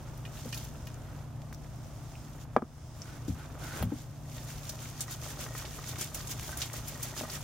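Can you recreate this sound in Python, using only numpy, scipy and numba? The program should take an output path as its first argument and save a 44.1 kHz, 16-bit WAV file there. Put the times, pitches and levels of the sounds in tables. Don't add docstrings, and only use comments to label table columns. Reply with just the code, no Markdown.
import sys
import numpy as np
from scipy import signal
from scipy.fft import rfft, irfft, next_fast_len
from scipy.io import wavfile
from scipy.ndimage import uniform_filter1d
from numba import njit

SR = 44100
rng = np.random.default_rng(int(sys.argv[2]) if len(sys.argv) > 2 else 0)


def materialize(psi):
    bounded = np.clip(np.atleast_2d(psi).T, -1, 1)
    quanta = np.round(bounded * 32767).astype(np.int16)
    wavfile.write(sys.argv[1], SR, quanta)


N = 327663

# freq_hz, density_db
YARD_SPECTRUM = [(25, -4.5), (70, 0.5), (125, -1), (161, -10.5), (242, -9.5), (439, -22.5), (641, -15.5),
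                 (2220, -35.5), (4250, -41.5), (6380, -42), (10400, -49), (14800, -46), (16000, -65)]
# shaft_multiple, rms_db
MOTOR_TONES = [(2, -68), (4, -51), (5, -50), (8, -67), (10, -67)]
YARD_RMS_DB, MAINS_RMS_DB = -45.5, -54
SHAFT_HZ, MAINS_HZ = 29.36, 120.04
IN_STEP_S = 0.16

# time_s, level_db
CLOTH_LEVEL = [(0, -68), (.9, -62), (1.25, -92), (1.45, -69), (1.75, -65.5), (2.2, -61), (2.4, -83),
               (2.65, -65), (2.85, -59), (3.15, -59), (3.5, -107), (4.2, -70)]
# freq_hz, density_db
CLOTH_SPECTRUM = [(1500, -13), (3500, 1), (4400, -3), (5200, 6), (7000, -1), (9000, -2.5), (14000, -40),
                  (16000, 0)]

# time_s, crumb_level_db, clod_level_db
TRICKLE_LEVEL = [(0, -63, -56), (.75, -64, -57), (1.2, -65, -56), (1.3, -69.5, -64.5), (2.36, -61.5, -58.5),
                 (2.46, -73, -61), (2.95, -61.5, -57.5), (3.07, -58, -55), (3.45, -63.5, -57.5),
                 (3.72, -65, -51), (3.82, -53, -43), (3.87, -61.5, -52.5), (4.2, -65.5, -70),
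                 (4.45, -54.5, -57), (5.5, -53.5, -54.5), (7.43, -51, -51.5)]
# loudest_s, rise_s, fall_s, level_db
SLIDE_EVENTS = [(.37, 0.14, 0.27, -52), (.58, 0.29, 0.3, -51), (2.42, 0.1, 0.078, -57.5),
                (3.285, 0.022, 0.18, -52.5), (3.98, 0.2, 0.21, -55)]
# loudest_s, rise_s, level_db
SHAKE_STROKES = [(4.33, 0.12, -57), (4.399, 0.099, -53), (4.515, 0.06, -52.5), (4.66, 0.059, -51.5),
                 (4.85, 0.088, -51), (5.02, 0.071, -47.5), (5.131, 0.061, -45.5), (5.28, 0.11, -48),
                 (5.41, 0.032, -46.5), (5.59, 0.083, -46), (5.75, 0.088, -49), (5.89, 0.074, -45.5),
                 (6.02, 0.055, -41.5), (6.165, 0.038, -45.5), (6.32, 0.043, -41), (6.48, 0.13, -46),
                 (6.6, 0.031, -43.5), (6.77, 0.042, -44), (6.89, 0.061, -49), (7.045, 0.048, -43.5),
                 (7.181, 0.045, -42.5), (7.331, 0.044, -43)]
# low_hz, high_hz
CRUMB_BANDS = [(1000, 3200), (3200, 7500), (7500, 16500)]
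# freq_hz, density_db
CRUMB_SPECTRUM = [(880, -25), (1500, -1), (1670, -3.5), (1870, -4), (2720, -1), (3590, -1), (4000, -3.5),
                  (6430, 0), (10500, -8), (13900, -6), (16000, -9)]
# freq_hz, density_db
CLOD_SPECTRUM = [(150, 6), (300, 11.5), (600, 6.5), (1300, 6.5), (2000, -4), (3500, -8), (6000, -48)]
SHEET_RINGS = [2172, 3299, 3680, 4370, 5050, 5790, 6340, 6990]
SHEET_Q, SHEET_REL_DB = 120, -15
CLODS_FOLLOW_DB = -11.5
SHAKE_END_S, SLIDE_POWER, STROKE_POWER = 7.42, 6.2, 1.55
STOP_SHARE = 0.91
CHIPS_PER_S, CHIP_REL_DB, CHIP_SIZE_DB = 90.0, 0.5, -2
CHIP_LOW_HZ, CHIP_HIGH_HZ, CHIP_T60_CYCLES = 1260, 9540, 57
LUMPS_PER_S, LUMP_REL_DB, LUMP_SPREAD_DB = 60.0, -9.5, 3

# start_s, nominal_peak_db, centre_hz, dust_rel_db
SLAP_EVENTS = [(0.175, -35.5, 6240, 7), (0.489, -34, 5900, -6), (0.525, -27.5, 4500, -8),
               (0.543, -27.5, 5900, -1), (0.574, -27, 4360, 1), (0.6457, -33, 6400, 13),
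               (0.8692, -32, 5700, 2), (0.941, -36.5, 6560, -15), (1.527, -34, 6440, 1),
               (1.545, -35, 5940, -1), (3.824, -25.5, 2980, 3), (4.38, -32.5, 2600, -15),
               (4.503, -33.5, 6540, -14), (4.6918, -24.5, 6350, -3), (5.006, -21.5, 7650, -19),
               (5.108, -28, 6540, 17), (5.39, -32, 5690, -10), (5.5515, -36, 6300, -2),
               (5.6508, -29.5, 3000, -18), (5.956, -30.5, 2260, -9), (6.01, -22.5, 7060, -19),
               (6.1445, -23, 7100, 3), (6.205, -31, 3660, -3), (6.271, -28, 6800, -12),
               (6.309, -25.5, 6540, 1), (6.394, -30, 6690, 3), (6.5155, -31, 8490, -5),
               (6.572, -24.5, 8310, 2), (6.616, -19.5, 3700, -11), (6.731, -26, 7300, 0),
               (6.88, -24.5, 7000, 5), (7.027, -22, 6960, 6), (7.298, -27.5, 5030, -5)]
SLAP_T60_S, SLAP_REF_DB, LONGER_PER_DB = 0.081, -23, 0.1
SLAP_RISE_S, SLAP_RING_REL_DB = 0.001, -10
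CREST_DB = -10

# start_s, peak_db, best_excited_hz
CLINK_EVENTS = [(0.252, -37, 2590), (0.529, -32, 2780), (0.871, -41.5, 2420), (1.54, -44, 5800)]
# freq_hz, gain_db, t60_s
STEEL_MODES = [(1850, 14, 0.06), (2460, 9, 0.081), (2830, 10.5, 0.06), (2930, 7, 0.066), (4060, -2, .05),
               (5400, 11, 0.022), (5820, 14, 0.038), (6400, 10, 0.03)]
GRIT_REL_DB, GRIT_T60_S, GRIT_REF_HZ = 2, 0.055, 2800

# start_s, peak_db, pitch_hz, ring_cycles
TICK_EVENTS = [(.371, -50, 3900, 60), (.372, -48, 2650, 27), (0.455, -37.5, 506, 12), (.578, -42, 6900, 90),
               (1.419, -35, 3600, 1.6), (1.527, -34, 1510, 3.3), (1.646, -44.5, 1890, 4.5),
               (2.096, -46, 4000, 8), (2.154, -39.5, 2630, 14), (2.622, -27, 1230, 10.4),
               (3.019, -26, 5600, 14), (4.504, -32, 2500, 2.5), (4.791, -31, 3200, 2.5),
               (5.466, -36, 1500, 3.6), (5.661, -30, 4500, 3), (5.83, -39, 3300, 3), (5.843, -33, 2200, 3),
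               (6.397, -24, 3000, 1.6), (6.518, -33, 5500, 2), (6.7, -30, 2000, 3.4),
               (7.111, -30.5, 3000, 3.3)]

# start_s, peak_db, best_excited_hz
BUMP_EVENTS = [(.452, -35.5, 182), (3.281, -26, 290), (3.293, -24.5, 109), (3.319, -32.5, 118),
               (3.811, -24, 111), (3.826, -23, 148), (3.84, -28, 96), (3.858, -23.5, 119),
               (3.9195, -23, 340), (7.214, -34.5, 274)]
# freq_hz, gain_db, t60_s
TOTE_MODES = [(83.3, -2, 0.17), (106, 2.5, 0.085), (172, 0.5, 0.14), (237, 3, 0.16), (289, 8.5, 0.076),
              (485, 2.5, 0.037), (834, 25.5, 0.039)]

# start_s, length_s, rasp_level_db, stirred_crumb_level_db
RUB_EVENTS = [(0.904, 0.34, -63.5, -70), (3.01, 0.19, -54, -79), (3.338, 0.136, -52.5, -66),
              (3.574, 0.26, -47.5, -51.5)]
# freq_hz, width_hz, level_db
RIM_RESONANCES = [(310, 39, 0.5), (720, 720, 4.5), (1320, 120, 0), (1456, 80, 1), (1880, 1200, -15),
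                  (3580, 250, -15)]
DRAG_ATTACK_S, DRAG_RELEASE_S = 0.062, 0.022

# start_s, peak_db, best_excited_hz
KNOCK_EVENTS = [(2.5633, -6, 714), (2.62, -21.5, 400)]
# freq_hz, gain_db, t60_s
HANDLE_MODES = [(235, 11.5, 0.047), (348, 2, 0.034), (497, -9.5, 0.05), (650, 7, 0.012), (758, 9.5, 0.0093),
                (1200, 3.5, 0.014), (1640, -7.5, 0.019), (2260, -3.5, 0.016), (3280, 2, 0.015)]
CRACK_REL_DB, CRACK_HZ, CRACK_T60_S = -23.5, 3800, 0.024

# start_s, peak_db, best_excited_hz
TAP_EVENTS = [(3.826, -22, 750), (3.921, -34.5, 786), (4.696, -39, 746), (4.736, -36.5, 624),
              (5.081, -33.5, 1310), (5.264, -33.5, 643), (5.392, -32.5, 686), (5.464, -31, 900),
              (5.508, -35, 780), (5.551, -29, 1210), (5.623, -35.5, 1300), (5.647, -34.5, 640),
              (5.786, -35, 1100), (6.161, -34.5, 770), (6.205, -32.5, 1190), (6.492, -30.5, 804),
              (6.527, -36.5, 1230), (6.739, -28.5, 875), (6.749, -39, 750), (7.2105, -26, 620),
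              (7.2365, -26.5, 680), (7.252, -31, 1200)]
# freq_hz, gain_db, t60_s
PAN_MODES = [(634, 7.5, 0.044), (805, 14, 0.011), (1077, -0.5, 0.037), (1228, 13, 0.015),
             (1472, 0.5, 0.052), (1880, 6.5, 0.048)]

SQUEAK_S, SQUEAK_LENGTH_S, SQUEAK_HZ, SQUEAK_PEAK_DB = 6.526, 0.029, 1550, -41

# freq_hz, gain_db
SIDE_GAIN = [(60, -13), (200, -9.5), (700, -9.5), (1290, -7.5), (2380, -5.5), (4400, -3), (8120, 0),
             (15000, 3)]
# freq_hz, gain_db
PORT_TILT = [(60, 0.5), (200, 0.5), (700, -1), (2380, -2), (4400, -2.5), (8120, 1), (15000, 0)]
NOTCH_HZ, LOW_CUT_HZ, TOP_HZ = 7880, 32, 15800
LIMIT_DB, DUCK_POWER, RELEASE_S = -24.5, 0.23, 0.35


def undb(db):
    return 10 ** (np.asarray(db) / 20)


def level(x, db):
    return x * undb(db) / np.sqrt(np.mean(x ** 2))


def colour(x, table, share=1):
    size = next_fast_len(N)
    hz, db = np.transpose(table)
    log_hz = np.log(np.arange(size // 2 + 1) * SR / size + 1e-3)
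    gain = undb(share * np.interp(log_hz, np.log(hz), db))
    return irfft(rfft(x, size) * gain, size)[..., :N]


def curve(table):
    s, *columns = np.transpose(table)
    return [np.interp(np.arange(N) / SR, s, c) for c in columns]


def walk(rate_hz):
    k = int(SR / rate_hz)
    steps = np.repeat(rng.standard_normal(N // k + 1), k)
    return 1.7 * uniform_filter1d(uniform_filter1d(steps, k), k)[:N]


def add(out, s, sound):
    i = int(s * SR)
    out[..., i:i + sound.shape[-1]] += sound[..., :N - i]


def decay(t, t60_s):
    return np.exp(-np.log(1000) * t / t60_s)


def grains(count, per_s, spread_db, hiss, ring_s):
    sizes = undb(spread_db * np.minimum(rng.exponential(size=count), 3.5))
    hits = (rng.random(count) < per_s / SR) * sizes
    bursts = signal.lfilter([1], [1, -np.exp(-1 / (ring_s * SR))], hits)
    return level(rng.standard_normal((2, count)) * (bursts + hiss), 0)


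def strike(blows, modes, octaves, push_cycles, order=1):
    out, t = np.zeros(N), np.arange(int(.25 * SR)) / SR
    hz, db, t60 = np.transpose(modes)[:, :, None]
    chance = rng.standard_normal((len(blows), 2, len(modes), 1))
    for (s, peak_db, best_hz), (detune, place_db) in zip(blows, chance):
        gain = undb(db - 6 * (np.log2(hz / best_hz) / octaves) ** 2 + place_db)
        ring = gain * np.sin(2 * np.pi * hz * (1 + .012 * detune) * t) * decay(t, t60)
        build_up = (1 - np.exp(-t * hz / push_cycles)) ** order
        ring = np.sum(ring * build_up, axis=0)
        add(out, s, ring * undb(peak_db) / np.abs(ring).max())
    return out


def patter(bursts, dust_rel_db):
    out, t = np.zeros((2, N)), np.arange(int(.15 * SR)) / SR
    dust_filter = signal.butter(2, 8000, "high", fs=SR)
    rise = 1 - np.exp(-t / SLAP_RISE_S)
    for (s, peak_db, hz, t60), dust_db in zip(bursts, dust_rel_db):
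        source = grains(count=len(t), per_s=800., spread_db=5., hiss=2., ring_s=.0002)
        band = signal.butter(1, [hz / 1.42, min(hz * 1.34, .45 * SR)], "band", fs=SR)
        crumbs = level(signal.lfilter(*band, source), 0)
        dust = level(signal.lfilter(*dust_filter, source), dust_db)
        shape = rise * decay(t, max(t60, .005))
        sound = (crumbs + dust) * shape
        mean = np.sqrt(np.mean(sound ** 2) / np.mean(shape ** 2))
        add(out, s, undb(peak_db + CREST_DB) * sound / mean)
    return out


def sheet(x):
    return sum(signal.lfilter(*signal.iirpeak(hz, SHEET_Q, fs=SR), x) for hz in SHEET_RINGS)


def yard():
    t = np.arange(N) / SR - IN_STEP_S
    air = level(colour(rng.standard_normal((2, N)), YARD_SPECTRUM), YARD_RMS_DB) * undb(.5 * walk(4.0))
    lines = [(round(k) * SHAFT_HZ, db) for k, db in MOTOR_TONES] + [(MAINS_HZ, MAINS_RMS_DB)]
    tones = 0
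    for hz, db in lines:
        tones = tones + undb(db + .5 * walk(2.88)) * np.sqrt(2) * np.cos(2 * np.pi * hz * t)
    return air + tones * np.array([[1], [.2]])


def cloth():
    rustle = grains(count=N, per_s=210.0, spread_db=-15.0, hiss=8.6, ring_s=0.0049)
    return level(colour(rustle, CLOTH_SPECTRUM), 0) * undb(curve(CLOTH_LEVEL)[0])


def compost():
    crumb_db, clod_db = curve(TRICKLE_LEVEL)
    effort = np.hypot(undb(crumb_db), sliding())
    crumbs = 0
    for band in CRUMB_BANDS:
        source = grains(count=N, per_s=140., spread_db=3.1, hiss=1.4, ring_s=.0016)
        crumbs = crumbs + signal.lfilter(*signal.butter(2, band, "band", fs=SR), source)
    crumbs = level(colour(crumbs, CRUMB_SPECTRUM), 0)
    crumbs = crumbs + level(sheet(crumbs), SHEET_REL_DB)
    clods = grains(count=N, per_s=76.0, spread_db=-2.5, hiss=0.67, ring_s=0.0031)
    clods = level(colour(clods, CLOD_SPECTRUM), 0)
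    clod_gain = np.hypot(undb(clod_db), undb(CLODS_FOLLOW_DB) * effort)
    load = undb(0.75 * walk(40)) * (effort * crumbs + clods * clod_gain)
    return load + chips(effort) + lumps(effort)


def sliding():
    rests = [s - rise for s, rise, _ in SHAKE_STROKES[1:]] + [SHAKE_END_S]
    total = dragging()[1]
    for (s, rise, db), rest in zip(SHAKE_STROKES, rests):
        total = total + swell(s, rise, STOP_SHARE * (rest - s), db, STROKE_POWER)
    return total + sum(swell(*row, SLIDE_POWER) for row in SLIDE_EVENTS)


def swell(peak_s, rise_s, fall_s, db, power):
    t = np.arange(N) / SR
    corners_s = [peak_s - max(rise_s, .01), peak_s, peak_s + max(fall_s, .01)]
    turn = np.interp(t, corners_s, [0, np.pi / 2, np.pi])
    return undb(db) * np.abs(np.sin(turn)) ** power


def chips(effort):
    out, count = np.zeros((2, N)), int(CHIPS_PER_S * N / SR)
    t = np.arange(int(.02 * SR)) / SR
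    for when, pitch, size, place in rng.random((count, 4)):
        hz = CHIP_LOW_HZ * (CHIP_HIGH_HZ / CHIP_LOW_HZ) ** pitch
        tick = np.sin(2 * np.pi * hz * t) * decay(t, CHIP_T60_CYCLES / hz)
        gain = effort[int(when * N)] * undb(CHIP_REL_DB - CHIP_SIZE_DB * np.log(size + 0.15))
        add(out, when * N / SR, gain * tick * np.array([[1], [2 * place - 1]]))
    return out


def lumps(effort):
    sizes = undb(LUMP_SPREAD_DB * np.minimum(rng.exponential(size=N), 2))
    hits = (rng.random(N) < LUMPS_PER_S / SR) * sizes
    out = 0
    for hz, db, t60 in PAN_MODES:
        pole = np.exp(2j * np.pi * hz / SR - np.log(1000) / (t60 * SR))
        out = out + undb(db) * signal.lfilter([1], [1, -pole], hits * rng.standard_normal(N)).imag
    smooth_effort = uniform_filter1d(effort, size=SR // 4)
    return level(out, LUMP_REL_DB) * smooth_effort * np.array([[1], [.4]])


def slaps():
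    rows = []
    for s, db, hz, _ in SLAP_EVENTS:
        rows.append((s, db, hz, SLAP_T60_S * np.exp(LONGER_PER_DB * (db - SLAP_REF_DB))))
    handfuls = patter(rows, [row[-1] for row in SLAP_EVENTS])
    ring = sheet(handfuls)
    return handfuls + ring * undb(SLAP_RING_REL_DB) * np.std(handfuls) / np.std(ring)


def clinks():
    return strike(CLINK_EVENTS, STEEL_MODES, octaves=0.53, push_cycles=0.11)


def crushed_grit():
    rows = [(s, db + GRIT_REL_DB, hz, GRIT_T60_S * (GRIT_REF_HZ / hz) ** 2) for s, db, hz in CLINK_EVENTS]
    return patter(rows, np.full(len(rows), -12.))


def ticks():
    out, t = np.zeros(N), np.arange(int(.04 * SR)) / SR
    for s, peak_db, hz, cycles in TICK_EVENTS:
        attack = 1 - np.exp(-10 * t * hz / cycles)
        tick = np.sin(2 * np.pi * hz * t) * decay(t, max(cycles, 1) / hz) * attack
        add(out, s, undb(peak_db) * tick / np.abs(tick).max())
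    return out


def bumps():
    return strike(BUMP_EVENTS, TOTE_MODES, octaves=0.56, push_cycles=1.0)


def rubs():
    slip = grains(count=N, per_s=500., spread_db=1.5, hiss=1.2, ring_s=.0006)
    rasp = 0
    for hz, width_hz, db in RIM_RESONANCES:
        rasp = rasp + level(signal.lfilter(*signal.iirpeak(hz, hz / width_hz, fs=SR), slip), db)
    return level(rasp, 0) * dragging()[0]


def dragging():
    t = np.arange(N) / SR
    out = np.zeros((2, N))
    for s, length_s, *db in RUB_EVENTS:
        ramps = np.minimum((t - s) / DRAG_ATTACK_S, (s + length_s - t) / DRAG_RELEASE_S)
        out += undb(db)[:, None] * np.clip(ramps, 0, 1)
    return out


def knocks():
    return strike(KNOCK_EVENTS, HANDLE_MODES, octaves=0.95, push_cycles=0.81, order=2)


def knock_cracks():
    rows = [(s, db + CRACK_REL_DB, CRACK_HZ, CRACK_T60_S) for s, db, _ in KNOCK_EVENTS]
    return patter(rows, np.full(len(rows), -12.))


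def taps():
    return strike(TAP_EVENTS, PAN_MODES, octaves=0.77, push_cycles=0.27)


def squeak():
    out, t = np.zeros(N), np.arange(int(SQUEAK_LENGTH_S * SR)) / SR
    shape = np.sin(np.pi * np.sqrt(t / SQUEAK_LENGTH_S))
    add(out, SQUEAK_S, undb(SQUEAK_PEAK_DB) * shape * np.sin(2 * np.pi * SQUEAK_HZ * t))
    return out


def scattered(hits):
    t = np.arange(int(.06 * SR)) / SR
    scatter = rng.standard_normal((2, len(t))) * np.exp(-t / 0.013) * undb(-30.0)
    scatter = signal.lfilter(*signal.butter(1, 500, "high", fs=SR), scatter)
    return signal.fftconvolve(hits[None], scatter, axes=1)[:, :N]


def scene():
    hits = clinks() + ticks() + bumps() + knocks() + taps() + squeak()
    grainy = cloth() + compost() + slaps() + crushed_grit() + rubs() + knock_cracks()
    mid, side = yard() + grainy + scattered(hits) + hits * np.array([[1], [.4]])
    side = colour(side, SIDE_GAIN)
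    left = colour(mid + side, PORT_TILT, 1.0)
    right = colour(mid - side, PORT_TILT, 0.027)
    return np.array([left, right])


@njit
def follow(x, release):
    e, y = 0., np.empty(len(x))
    for i in range(len(x)):
        e = max(x[i], e * release)
        y[i] = e
    return y


def record(dry):
    peak = follow(np.abs(dry).max(axis=0), np.exp(-1 / (RELEASE_S * SR)))
    gain = np.minimum(1, undb(LIMIT_DB) / (peak + 1e-9)) ** DUCK_POWER
    gain = signal.lfilter([1 / (0.021 * SR)], [1, 1 / (0.025 * SR) - 1], gain - 1) + 1
    x = signal.lfilter(*signal.iirnotch(NOTCH_HZ, 60., fs=SR), dry * gain)
    x = signal.lfilter(*signal.butter(2, LOW_CUT_HZ, "high", fs=SR), x)
    return signal.sosfilt(signal.ellip(10, .2, 70, TOP_HZ, fs=SR, output="sos"), x)


dry = scene()
out = record(dry)
materialize(out)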